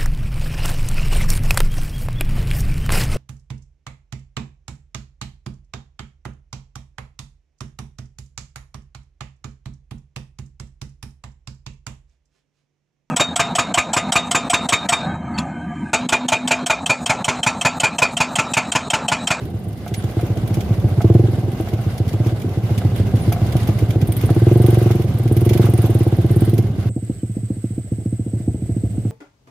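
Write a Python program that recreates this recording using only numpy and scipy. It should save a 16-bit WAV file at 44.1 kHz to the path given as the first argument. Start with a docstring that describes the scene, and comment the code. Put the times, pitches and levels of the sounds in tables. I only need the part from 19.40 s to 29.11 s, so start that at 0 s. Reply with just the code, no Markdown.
"""Stony trail, then a ford

A small single-cylinder motorcycle close ahead on a stony trail, heard from a second one behind it: exhaust
beats ring pipe modes, noise bands rumble and whirr, noise bursts clatter, frame modes knock, sines squeak.
At 7.49 s the ear moves to a ford: a far engine up the slope grows louder, insects sing in a narrow noise band,
and a late squeak and a few knocks remain."""
import sys
import numpy as np
from scipy import signal
from scipy.io import wavfile

SR = 44100
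rng = np.random.default_rng(int(sys.argv[2]) if len(sys.argv) > 2 else 0)


def unload_wav(signal):
    """Save mono or channel-first audio to the path in sys.argv[1] as 16-bit WAV at rate SR, clipped to [-1, 1]."""
    wavfile.write(
        sys.argv[1],
        SR,
        np.round(np.clip(np.atleast_2d(signal).T, -1, 1) * 32767).astype(np.int16),
    )


def nominal_scale(level):
    """Amplitude ratio for a level in decibels (scalar or array-like)."""
    x = np.asarray(level, float) / 20
    return 10 ** x


N = 428211


def rms_one(x):
    """Scale to unit rms."""
    return x / np.sqrt(np.mean(x ** 2) + 1e-20)


def at_times(s, rows):
    """Table columns read at given moments."""
    known_s, *columns = np.transpose(rows)
    return [np.interp(s, known_s, column) for column in columns]


def in_time(rows):
    """Table columns as curves, sample by sample."""
    return at_times(np.arange(N) / SR, rows)


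def at_hz(points, hz):
    """Read a spectrum on a log frequency axis."""
    known_hz, values = np.transpose(points)
    return np.interp(np.log(hz), np.log(known_hz), values)


def clicks(times, sizes):
    """A train of single-sample blows."""
    out = np.full(N, 1e-18)
    places = np.round(np.asarray(times) * SR).astype(int)
    np.add.at(out, np.clip(places, 0, N - 1), sizes)
    return out


def smooth(x, hz):
    """Double one-pole low-pass, gain 1 at rest."""
    r = np.exp(-2 * np.pi * hz / SR)
    return signal.lfilter([(1 - r) ** 2], [1, -2 * r, r * r], x)


def drift(rate_hz):
    """Slow random wander of unit rms."""
    return rms_one(smooth(rng.standard_normal(N + SR), rate_hz)[SR:])


def ring(x, hz, t60):
    """A unit click starts a dying sine of initial height 1."""
    r, w = nominal_scale(-60 / (t60 * SR)), 2 * np.pi * hz / SR
    return signal.lfilter([0, np.sin(w)], [1, -2 * r * np.cos(w), r * r], x)


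def resonate(x, hz, width_hz):
    """Resonance of gain 1 at its peak."""
    r, w = np.exp(-np.pi * width_hz / SR), 2 * np.pi * hz / SR
    return signal.lfilter([(1 - r * r) / 2, 0, (r * r - 1) / 2], [1, -2 * r * np.cos(w), r * r], x)


# how alike noise reaches both ears: f/Hz, left-right likeness (1 = same)
LIKENESS = [(60, 0.88), (130, 0.99), (290, 0.95), (640, 0.86), (1410, 0.22), (3100, 0.0072), (6820, -0.081),
            (15000, -0.18)]
# balance of the noise between the ears: f/Hz, left minus right level/dB
TILT = [(60, 0), (180, -2), (550, 0), (1650, -1.5), (4970, -0.5), (15000, -4.5)]


def banded_noise(spectrum, patchy_db, ref_hz, count):
    """Stereo noise in bands that flicker; the mean of the ears has rms 1 between the reference edges."""
    edges = np.geomspace(spectrum[0][0], min(spectrum[-1][0], 17000), count + 1)
    out, together, white = 0, drift(12.3), rng.standard_normal((2, 2, N))
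    flicker = [drift(46.0), drift(27.0), drift(23.0)]
    for k, (low, high) in enumerate(zip(edges, edges[1:])):
        band = signal.butter(2, [low, high], "band", fs=SR, output="sos")
        mid, side = signal.sosfilt(band, white[k % 2])
        hz = np.sqrt(low * high)
        alike = np.clip(at_hz(LIKENESS, hz), -1, 1)
        gain = nominal_scale(at_hz(spectrum, hz) + patchy_db * (0.69 * together + flicker[k % 3]))
        ears = nominal_scale(at_hz(TILT, hz) * np.array([[.5], [-.5]]))
        stereo = np.sqrt(1 + alike) * mid + np.sqrt(1 - alike) * side * [[1], [-1]]
        out = out + gain * ears * stereo
    reference = signal.butter(4, ref_hz, "band", fs=SR, output="sos")
    ref = signal.sosfilt(reference, out.mean(axis=0))
    return out / np.sqrt(np.mean(ref ** 2))


def silencer(x):
    """Little gets out above the baffle cut-off."""
    return signal.sosfilt(signal.butter(6, 840, fs=SR, output="sos"), x)


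def trailside(x, echo_db):
    """Ground and bushes send back short echoes without bass: five at the left ear, one at the right."""
    thin = signal.sosfilt(signal.butter(2, 400, "high", fs=SR, output="sos"), x)
    out = np.zeros((2, N))
    echoes = [(0, 0.00221, 0.28), (0, 0.0022, -1.95), (0, 0.00522, 0.21),
              (0, 0.00683, 1.0), (0, 0.0167, 0.41), (1, 0.02, -0.065)]   # ear, lag/s, gain
    for ear, lag_s, gain in echoes:
        lag = round(lag_s * SR)
        out[ear, lag:] += gain * thin[:N - lag]
    return x * nominal_scale([[-.5], [.5]]) + nominal_scale(echo_db) * out


def cycle_times(speed, wait):
    """Moments at which a shaft turning at the given speed completes each cycle, the first after wait cycles."""
    t = np.arange(speed[0][0], speed[-1][0], 1 / SR)
    turned = np.cumsum(np.interp(t, *np.transpose(speed))) / SR - wait
    return np.interp(np.arange(int(turned[-1]) + 1), turned, t)


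def firing(speed, wait, throttle, load, misfire, stumbles):
    """One beat a cycle; with the throttle shut each firing is followed by a misfire, which comes a little early.

    Rows out: t/s, puff level/dB, sharpness/dB."""
    s = cycle_times(speed, wait)
    is_open = np.any([(s > a) & (s < b) for a, b in throttle], axis=0)
    missed = np.zeros(len(s), bool)
    missed[0] = not is_open[0]
    for k in range(1, len(s)):
        missed[k] = not (is_open[k] or missed[k - 1])
    puff_db, sharp_db = at_times(s, load)
    loss_db, dull_db = at_times(s, misfire)
    chance = rng.standard_normal((len(s), 2))
    puff_db += .4 * chance[:, 0] - missed * loss_db
    sharp_db += (.8 + missed * 3) * chance[:, 1] - missed * dull_db   # misfires vary more, dB
    for at, fall_db in stumbles:
        puff_db[np.argmin(np.abs(s - at))] -= fall_db
    misfire_lead_s = .0046
    return np.transpose([s - missed * misfire_lead_s, puff_db, sharp_db])


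def exhaust(beats, pipe, heat):
    """Each soft puff rings the low silencer modes; only a sharp one also rings the upper pipe modes."""
    s, puff_db, sharp_db = np.transpose(beats)
    hz, level_db, t60, sign = np.transpose(pipe)[:, :, None]
    per_s = np.clip(1 / np.diff(s, prepend=s[0] - .07), 12, 25)
    warm = 1 + heat * (per_s - 16)   # faster running heats the gas and raises the modes
    scatter_db = .6 * rng.standard_normal((len(s), len(pipe), 1))
    upper = hz > 230
    t, out = np.arange(SR // 5) / SR, np.zeros(N + SR)
    rise = 1 - np.exp(-t / (0.028 * t60))   # a mode builds up over this part of its ring time
    for k, at in enumerate(np.round(s * SR).astype(int)):
        start_db = puff_db[k] + level_db + upper * (sharp_db[k] + scatter_db[k])
        sizes = np.sign(sign) * nominal_scale(start_db - 60 * t / t60)
        modes = sizes * rise * np.sin(2 * np.pi * hz * warm[k] * t)
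        out[at:at + len(t)] += modes.sum(axis=0)
    return silencer(smooth(out[:N], 150))


def beat_swell(beats, hz):
    """How hard the last beats shake things, relative to their running and overall level."""
    s, puff_db, sharp_db = np.transpose(beats)
    swell = smooth(clicks(s, nominal_scale(puff_db + sharp_db)), hz)
    return swell / (smooth(swell, 4.5) + swell.mean())


# open air at the ford: f/Hz, level/dB per Hz
AIR_SPECTRUM = [(800, -18), (1100, -4.5), (1550, -4), (2500, -5), (6000, -8), (10000, -12.5), (14900, -10),
                (16000, -22)]


def open_air():
    """Soft flickering noise of the open air."""
    return banded_noise(AIR_SPECTRUM, patchy_db=1.3, ref_hz=[1500, 6000], count=10)


def insects():
    """A chorus: noise throbbing some 22 times a second through three close resonances, louder on the right."""
    throb = 1 + .22 * np.sin(2 * np.pi * np.cumsum(22.5 + 1.2 * drift(2.0)) / SR)
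    song = rng.standard_normal((2, N)) * throb * nominal_scale(0.28 * drift(150))
    for hz, width_hz in [(8040, 910), (8180, 430), (7640, 1000)]:
        song = resonate(song, hz, width_hz)
    return rms_one(song) * nominal_scale([[1.5], [4.5]])


# rush of the far engine: f/Hz, level/dB per Hz
FAR_RUSH_SPECTRUM = [(28, 6), (60, 10.5), (110, 5), (190, -12.5), (300, -8), (400, -16.5), (550, -20),
                     (720, -35.5), (900, -44)]


def far_rush(beats):
    """Patchy low noise through the silencer, swelling after each far beat."""
    noise = banded_noise(FAR_RUSH_SPECTRUM, patchy_db=3.0, ref_hz=[450, 1000], count=11)
    return (1 + .5 * beat_swell(beats, 18.5)) * silencer(noise)


# bed at the ford: t/s, far engine rush level/dB, insects level/dB, air level/dB
FORD_LEVELS = [(7.49, -58, -50, -71), (7.52, -55, -49, -65), (7.66, -54.5, -50.5, -60),
               (8.42, -56, -50, -61), (9.47, -48.5, -51, -59.5), (9.71, -50.5, -52, -57.5)]


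def ford(beats):
    """Far engine rush, open air and insects follow their own level curves."""
    rush_db, insect_db, air_db = in_time(FORD_LEVELS)
    return nominal_scale(rush_db) * far_rush(beats) + nominal_scale(air_db) * open_air() + nominal_scale(insect_db) * insects()


# far engine up the slope: t/s, speed/cycles per s
FAR_SPEED = [(7.49, 15.041), (8.63, 14.242), (8.69, 14.925), (8.93, 13.977), (9.71, 13.907)]
# far throttle open: from t/s, to t/s
FAR_OPEN = [(8.7, 8.95), (9.27, 9.45), (9.6, 9.71)]
# load on the far engine: t/s, pressure puff level/dB, sharpness level/dB
FAR_LOAD = [(7.56, -15, 11.4), (7.83, -11, 7.5), (8.1, -10, 6.8), (8.38, -10.5, 6.7), (8.52, -8, 3.5),
            (8.66, -8.5, 3.6), (8.86, -10.5, 2), (9.08, -7, 3.5), (9.22, -10, 2.5), (9.36, -8, 3.5),
            (9.65, -7, 1.4)]
# what a far misfire lacks (negative = gains): t/s, puff loss level/dB, sharpness loss level/dB
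FAR_MISFIRE = [(7.5, -3, 13), (8.3, 1.5, 9.6), (8.6, 5, 3.5), (9.15, 5.5, 1), (9.5, 3.5, 25)]
# far cycles that almost die: t/s, further loss level/dB
FAR_STUMBLES = [(7.76, 12), (8.17, 5.3), (8.45, 9)]


def far_beats():
    """Firings and misfires of the engine up the slope."""
    return firing(FAR_SPEED, .072, FAR_OPEN, FAR_LOAD, FAR_MISFIRE, FAR_STUMBLES)


# silencer and pipe modes as heard from the ford: f/Hz, level/dB, t60/s, polarity (only its sign counts)
FAR_PIPE = [(110.7, 3.5, 0.16, -1.12), (201.6, 0, 0.1, 0.79), (252, 8, 0.028, 0.98),
            (334.4, 2, 0.056, -1.29), (446, 6, 0.014, -1.04), (546, -3.5, 0.054, 0.83),
            (633, -34, 0.042, -0.65)]


def far_exhaust(beats):
    """Far thumps on pipe modes of fixed pitch, with faint trailside echoes."""
    return trailside(exhaust(beats, FAR_PIPE, heat=0), echo_db=-24.0)


# low running noise: f/Hz, level/dB per Hz
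RUMBLE_SPECTRUM = [(28, 3), (55, 6.5), (110, -3), (150, -7), (200, -5.5), (270, -13.5), (350, -19),
                   (450, -19)]


def rumble():
    """Low noise; the flow keeps the long pipe modes humming between beats."""
    noise = banded_noise(RUMBLE_SPECTRUM, patchy_db=1.27, ref_hz=[70, 400], count=11)
    noise = noise + 1.16 * resonate(noise, 117.4, 5.7)
    # the first hum is in the noise that feeds the second
    return noise_with_second_hum(noise)


def noise_with_second_hum(noise):
    """Adds the hum of the shorter pipe mode."""
    return noise + 0.95 * resonate(noise, 390, 47)


# middle running noise: f/Hz, level/dB per Hz
RASP_SPECTRUM = [(400, -11), (480, 1.5), (600, 1), (720, -3.5), (830, -2.5), (1000, -7.5)]


def rasp():
    """Middle noise with one broad resonance, cut by the silencer."""
    noise = banded_noise(RASP_SPECTRUM, patchy_db=1.0, ref_hz=[450, 1000], count=6)
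    return silencer(noise + 0.38 * resonate(noise, 749, 49))


# high running noise: f/Hz, level/dB per Hz
WHIRR_SPECTRUM = [(530, -48), (900, 1), (1410, -2.5), (1510, -7), (1810, -8), (2090, -7), (2540, -7.5),
                  (3430, -7.5), (7140, -17), (10200, -16.5), (14500, -18), (15400, -20), (16000, -22)]


def whirr():
    """High flickering noise."""
    return banded_noise(WHIRR_SPECTRUM, patchy_db=2.0, ref_hz=[1500, 6000], count=12)


# engine, chain and tyres on the trail: t/s, rumble level/dB, rasp level/dB, whirr level/dB
RUNNING_LEVELS = [(0.0, -23.5, -44.5, -52), (0.35, -29.5, -46.5, -54), (0.69, -28, -40, -48),
                  (1.33, -22, -38, -47.5), (1.83, -23, -39, -47.5), (2.23, -25, -39, -48),
                  (2.88, -27, -39.5, -48.5), (3.75, -21.5, -39, -46), (4.16, -23, -37, -43),
                  (4.54, -21, -39.5, -47), (4.87, -21, -40.5, -45), (5.17, -24.5, -37, -43.5),
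                  (5.35, -25, -35, -43), (5.81, -24, -42, -47.5), (6.23, -22, -36, -44.5),
                  (6.69, -25.5, -38, -47), (7.06, -21, -43, -46.5), (7.33, -24.5, -44.5, -53.5),
                  (7.48, -28.5, -46, -48.5)]


def running(beats):
    """Rumble, rasp and whirr of the moving machines, swelling after each beat."""
    low_db, mid_db, high_db = in_time(RUNNING_LEVELS)
    swell = beat_swell(beats, 49.5)
    low = nominal_scale(low_db) * (1 + swell / 4) * rumble()
    middle = nominal_scale(mid_db) * (1 + 0.2 * swell) * rasp()
    high = nominal_scale(high_db) * (1 + 0.053 * swell) * whirr()
    return low + middle + high


# thin squeals: t/s, f/Hz, level/dB, half length/s
SQUEAKS = [(0.582, 9800, -36.5, 0.018), (3.825, 9700, -37.5, 0.016), (1.24, 14700, -49, .02),
           (7.805, 3050, -54, .008)]


def squeaks():
    """Short sines wavering in pitch and level, stronger on the right."""
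    t, out = np.arange(N) / SR, 0
    for s, hz, level_db, half in SQUEAKS:
        tone = np.sin(2 * np.pi * np.cumsum(hz * (1 + 0.0052 * drift(60))) / SR)
        envelope = np.exp(-np.abs((t - s) / half) ** 1.2)
        out = out + nominal_scale(level_db + 2.0 * drift(90)) * envelope * tone
    return out * nominal_scale([[-2.5], [2.5]])


# frame jolted over stones: t/s, relative level/dB
JOLTS = [(0.087, -33.5), (0.464, -22.5), (0.634, -33), (0.793, -21.5), (1.1, -27), (1.486, -25),
         (1.607, -18), (2.274, -24), (2.39, -26), (2.963, -29), (3.294, -24), (3.418, -23), (3.921, -18.5),
         (3.963, -21.5), (4.164, -29), (4.274, -36), (4.892, -21), (5.505, -15.5), (6.265, -20),
         (7.44, -28), (9.572, -41), (9.65, -36)]
# modes of the frame: f/Hz, level/dB, t60/s
FRAME_MODES = [(716, -2, 0.15), (797, 6, 0.016), (1300, 6.5, 0.011), (1503, -6, 0.022), (2120, 0.5, 0.014)]


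def knocks(level_db):
    """Every jolt is a soft blow with a rebound on the frame modes, with new strengths at each ear."""
    s, jolt_db = np.transpose(JOLTS)
    chance_db = 2.5 * rng.standard_normal((len(s), 2, len(FRAME_MODES)))
    out = np.zeros((2, N))
    for ear in range(2):
        for k, (hz, db, t60) in enumerate(FRAME_MODES):
            blows = clicks(s, nominal_scale(jolt_db + db + level_db + chance_db[:, ear, k]))
            out[ear] += ring(blows, hz, t60)
    rebound = round(0.00605 * SR)
    out[:, rebound:] += 0.75 * out[:, :-rebound]
    return smooth(out, 1550)


# valve gear under the ear: t/s, speed/cycles per s
VALVE_SPEED = [(4.6, 14.549), (4.72, 22.099), (5.23, 22.172), (5.32, 25.103), (5.77, 20.703),
               (6.04, 24.094), (6.34, 24.874), (6.94, 20.149), (7.03, 23.17), (7.33, 22.498)]
# the same in the first moments: t/s, speed/cycles per s
VALVE_SPEED_EARLY = [(0, 21.3), (.39, 22.2)]
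# valve ticks: t/s, relative level/dB, body under the hiss level/dB
VALVE_TICKS = [(.05, -37, -7), (.14, -42, -17), (.24, -39.5, -23), (.37, -39, 1), (4.61, -29, 1),
               (4.71, -20.5, -11), (4.79, -23.5, -6), (4.94, -28, -9), (5.04, -34.5, -19),
               (5.27, -22, -8.5), (5.39, -24.5, -9), (5.45, -31, -18), (5.51, -28, -0.5), (5.65, -37.5, -3),
               (5.79, -33, -18), (5.87, -34, -5), (5.93, -20.5, -8.5), (6.13, -25.5, -6), (6.2, -25.5, -4),
               (6.3, -24, -9.5), (6.62, -30, -12), (6.74, -36.5, -12), (6.86, -36.5, -10), (6.97, -26, -18),
               (7.18, -28, -2.5), (7.23, -41, -5), (7.31, -57, 3)]
# loose parts jolted hard: t/s, relative level/dB, body under the hiss level/dB
HARD_RATTLES = [(0.4765, -32.5, -0.5), (.5776, -37, -20), (.8076, -33, -1.5), (.863, -38, 0),
                (1.074, -31, -3.5), (1.14, -27.5, -2), (1.2046, -33, 3.5), (1.3952, -36, -1),
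                (1.4845, -33, -12), (1.615, -37, 6.5), (1.738, -40.5, 6), (2.116, -36, -1),
                (2.2054, -31, -17), (2.2843, -31.5, -0.5), (2.3336, -39.5, 5), (2.4109, -32.5, -14),
                (2.577, -36, 2.5), (2.676, -38, 2.5), (2.729, -36.5, 3), (2.865, -36.5, 3),
                (3.016, -35, 0.5), (3.0884, -38, 0), (3.3763, -28, 2), (3.5586, -29.5, -3),
                (3.7549, -33.5, -2), (3.8905, -37, -1), (3.9208, -22, -1.5), (4.063, -38, 3),
                (4.1205, -33.5, 1.5), (4.1647, -27, 1), (4.2303, -35, 0), (4.2716, -29.5, -2),
                (4.3856, -34, -1), (4.504, -31, 2.5), (5.6171, -28.5, -5.5)]


def contacts():
    """Valve ticks each cycle, hard rattles, and light ones at random on the stony stretch: t/s, level/dB, body/dB."""
    early_s = cycle_times(VALVE_SPEED_EARLY, .082)[1:]
    s = np.r_[early_s, cycle_times(VALVE_SPEED, .182)]
    ticks = np.transpose([s, *at_times(s, VALVE_TICKS)])
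    ticks[:, 1:] += rng.standard_normal((len(s), 2)) * [1.2, 3]
    light_count = 20
    light_db = [-40.5, -2.5] + rng.standard_normal((light_count, 2)) * [2, 6]
    light_s = rng.uniform(.42, 4.55, light_count)
    return np.r_[ticks, HARD_RATTLES, np.c_[light_s, light_db]]


# hiss resonances of the ticks: f/Hz, width f/Hz, level/dB
HISS_MODES = [(9130, 400, 0.5), (10030, 1770, 0), (11800, 1630, 1), (14200, 2300, -3.5)]
# body resonances of casing and covers: f/Hz, width f/Hz, level/dB
BODY_MODES = [(2390, 230, 4.5), (2740, 100, -18), (3310, 415, 3), (4500, 5400, -1)]
# balance of the clatter: t/s, left minus right level/dB
CLATTER_BALANCE = [(0.0, -2), (5.75, -3), (7.3, -11.5)]


def clatter(t60, level_db):
    """Sudden bursts of grainy noise that die fast, each stirring the casing and cover resonances differently."""
    s, hiss_db, body_db = np.transpose(contacts())
    fade, out = nominal_scale(-60 / (t60 * SR)), 0
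    colour_db = 2 * rng.standard_normal((len(s), 2, 4))
    grit = rng.standard_normal((2, N)) + .5 * rng.standard_normal(N)   # partly shared by the ears
    grit = nominal_scale(2.0 * drift(350)) * grit
    for j, (modes, size_db) in enumerate([(HISS_MODES, hiss_db), (BODY_MODES, hiss_db + body_db)]):
        for k, (hz, width_hz, db) in enumerate(modes):
            blows = smooth(clicks(s, nominal_scale(size_db + level_db + db + colour_db[:, j, k])), 168)
            burst = resonate(signal.lfilter([1], [1, -fade], blows) * grit, hz, width_hz)
            if j == 0:   # a second resonance narrows the hiss
                burst = resonate(burst, hz, 2 * width_hz)
            out = out + burst
    return out * nominal_scale(in_time(CLATTER_BALANCE)[0] * [[.5], [-.5]])


# engine close ahead: t/s, speed/cycles per s
NEAR_SPEED = [(0.0, 15.996), (0.6, 16.059), (1.02, 14.367), (1.17, 14.74), (1.53, 14.877), (1.59, 14.665),
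              (1.8, 23.387), (1.98, 19.324), (2.07, 20.513), (2.16, 15.533), (2.64, 14.344), (2.88, 16.879),
              (3.57, 13.024), (3.63, 14.251), (4.59, 15.019), (4.83, 13.456), (5.16, 23.901),
              (5.61, 21.565), (5.85, 16.779), (6.15, 23.559), (6.39, 18.935), (6.75, 16.42), (7.23, 18.473),
              (7.38, 10.504), (7.49, 18.907)]
# near throttle open: from t/s, to t/s
NEAR_OPEN = [(0, .03), (.95, .99), (1.6, 2.1), (2.77, 2.95), (4.6, 4.64), (4.8, 5.66), (5.77, 7.27),
             (7.42, 7.49)]
# load on the near engine: t/s, pressure puff level/dB, sharpness level/dB
NEAR_LOAD = [(0.02, -12, -11), (.14, -4.5, -5), (.27, -8, -4), (.39, -1.5, -20), (.51, -4, -3),
             (.77, 1.5, -4), (1.04, -1, -6), (1.17, 3, -9.5), (1.58, 0, -12), (1.645, 7, 2.5), (1.75, 7, 1),
             (1.81, 5, -0.5), (2.0, -1, -6), (2.2, -2, 3), (2.46, 0.5, -6), (2.73, 3.5, -5),
             (2.86, 3.5, -3), (3.04, -1, -1.5), (3.3, 3.5, -7.5), (3.45, 4, -5), (3.88, 5.5, -8),
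             (4.15, 5, -5), (4.55, 2.5, -1.5), (4.72, 6, -23), (4.9, 7.5, -1.5), (5.09, 6.5, 2.5),
             (5.44, 5, 2.5), (5.64, -0.5, 0), (5.74, 1, -11), (5.84, -4, 3), (5.92, 6, -2.5), (6.17, 5, 3),
             (6.38, 5.5, -4), (6.46, 4.5, 0.5), (6.9, 4.5, -1.5), (7.18, 5, 1), (7.25, 0, -10),
             (7.46, 2, -8)]
# what a near misfire lacks (negative = gains): t/s, puff loss level/dB, sharpness loss level/dB
NEAR_MISFIRE = [(0, 9, 10), (.7, 3.5, 2), (1.5, -3.5, -6), (2.3, 4, 21), (2.6, 5, 16), (3.3, 2.5, 11),
                (3.8, 7, 22), (4.2, 5.5, 43), (4.5, 0.5, 42), (4.7, 2.5, -10), (5.7, 0.5, 20), (7.3, 1, 22)]
# near cycles that stumble: t/s, further loss level/dB (negative = gains)
NEAR_STUMBLES = [(.39, 13), (.45, 10), (.72, 7), (1.24, 21), (2.53, 6), (3.0, 7), (3.11, 3), (3.52, 3),
                 (3.67, 3.5), (3.94, 3), (4.08, 4.5), (4.76, 9), (6.61, -1)]


def near_beats():
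    """Firings and misfires of the engine close ahead."""
    return firing(NEAR_SPEED, .248, NEAR_OPEN, NEAR_LOAD, NEAR_MISFIRE, NEAR_STUMBLES)


# silencer and pipe modes as heard close behind: f/Hz, level/dB, t60/s, polarity (only its sign counts)
NEAR_PIPE = [(109.4, 2, 0.082, -1), (135, -14.5, 0.056, 0.83), (205, -11, 0.061, 0.8),
             (270, -12, 0.047, 0.76), (335.6, 4.5, 0.056, 1), (408.3, -3, 0.059, 0.92),
             (518, -2.5, 0.058, -0.86), (669, -11.5, 0.12, -0.88)]


def near_exhaust(beats):
    """Close thumps on pipe modes that rise with engine speed, with trailside echoes."""
    return trailside(exhaust(beats, NEAR_PIPE, heat=0.0076), echo_db=-9.5)


def scene():
    """The ride, then the ford; knocks and squeaks belong to both."""
    at_ford = np.clip((np.arange(N) / SR - 7.49) / .004, 0, 1)   # the ear changes place within 4 ms
    uphill, near = far_beats(), near_beats()
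    far = far_exhaust(uphill) + ford(uphill)
    jolts = squeaks() + knocks(level_db=-9.5)
    ride = running(near) + clatter(t60=0.063, level_db=.5) + near_exhaust(near)
    return (1 - at_ford) * ride + at_ford * far + jolts


def top_cut(x):
    """Nothing passes above the cut-off."""
    return signal.sosfilt(signal.butter(12, 16460, fs=SR, output="sos"), x)


# microphone housing: f/Hz, width f/Hz, lift level/dB
HOUSING_MODES = [(725, 110, 4.1), (1550, 130, 3), (2050, 150, 6), (2850, 140, 3)]


def record(dry):
    """Housing lifts a few resonances, a steep wind filter cuts bass, the top ends abruptly, peaks are rounded."""
    x = dry
    for hz, width_hz, lift_db in HOUSING_MODES:
        x = x + (nominal_scale(lift_db) - 1) * resonate(x, hz, width_hz)
    x = signal.sosfilt(signal.butter(4, 87, "high", fs=SR, output="sos"), x)
    x = signal.sosfilt(signal.cheby2(12, 45, 16050, fs=SR, output="sos"), x)
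    return top_cut(1.249 * np.tanh(x / 1.328))


dry = scene()
out = record(dry)
unload_wav(out)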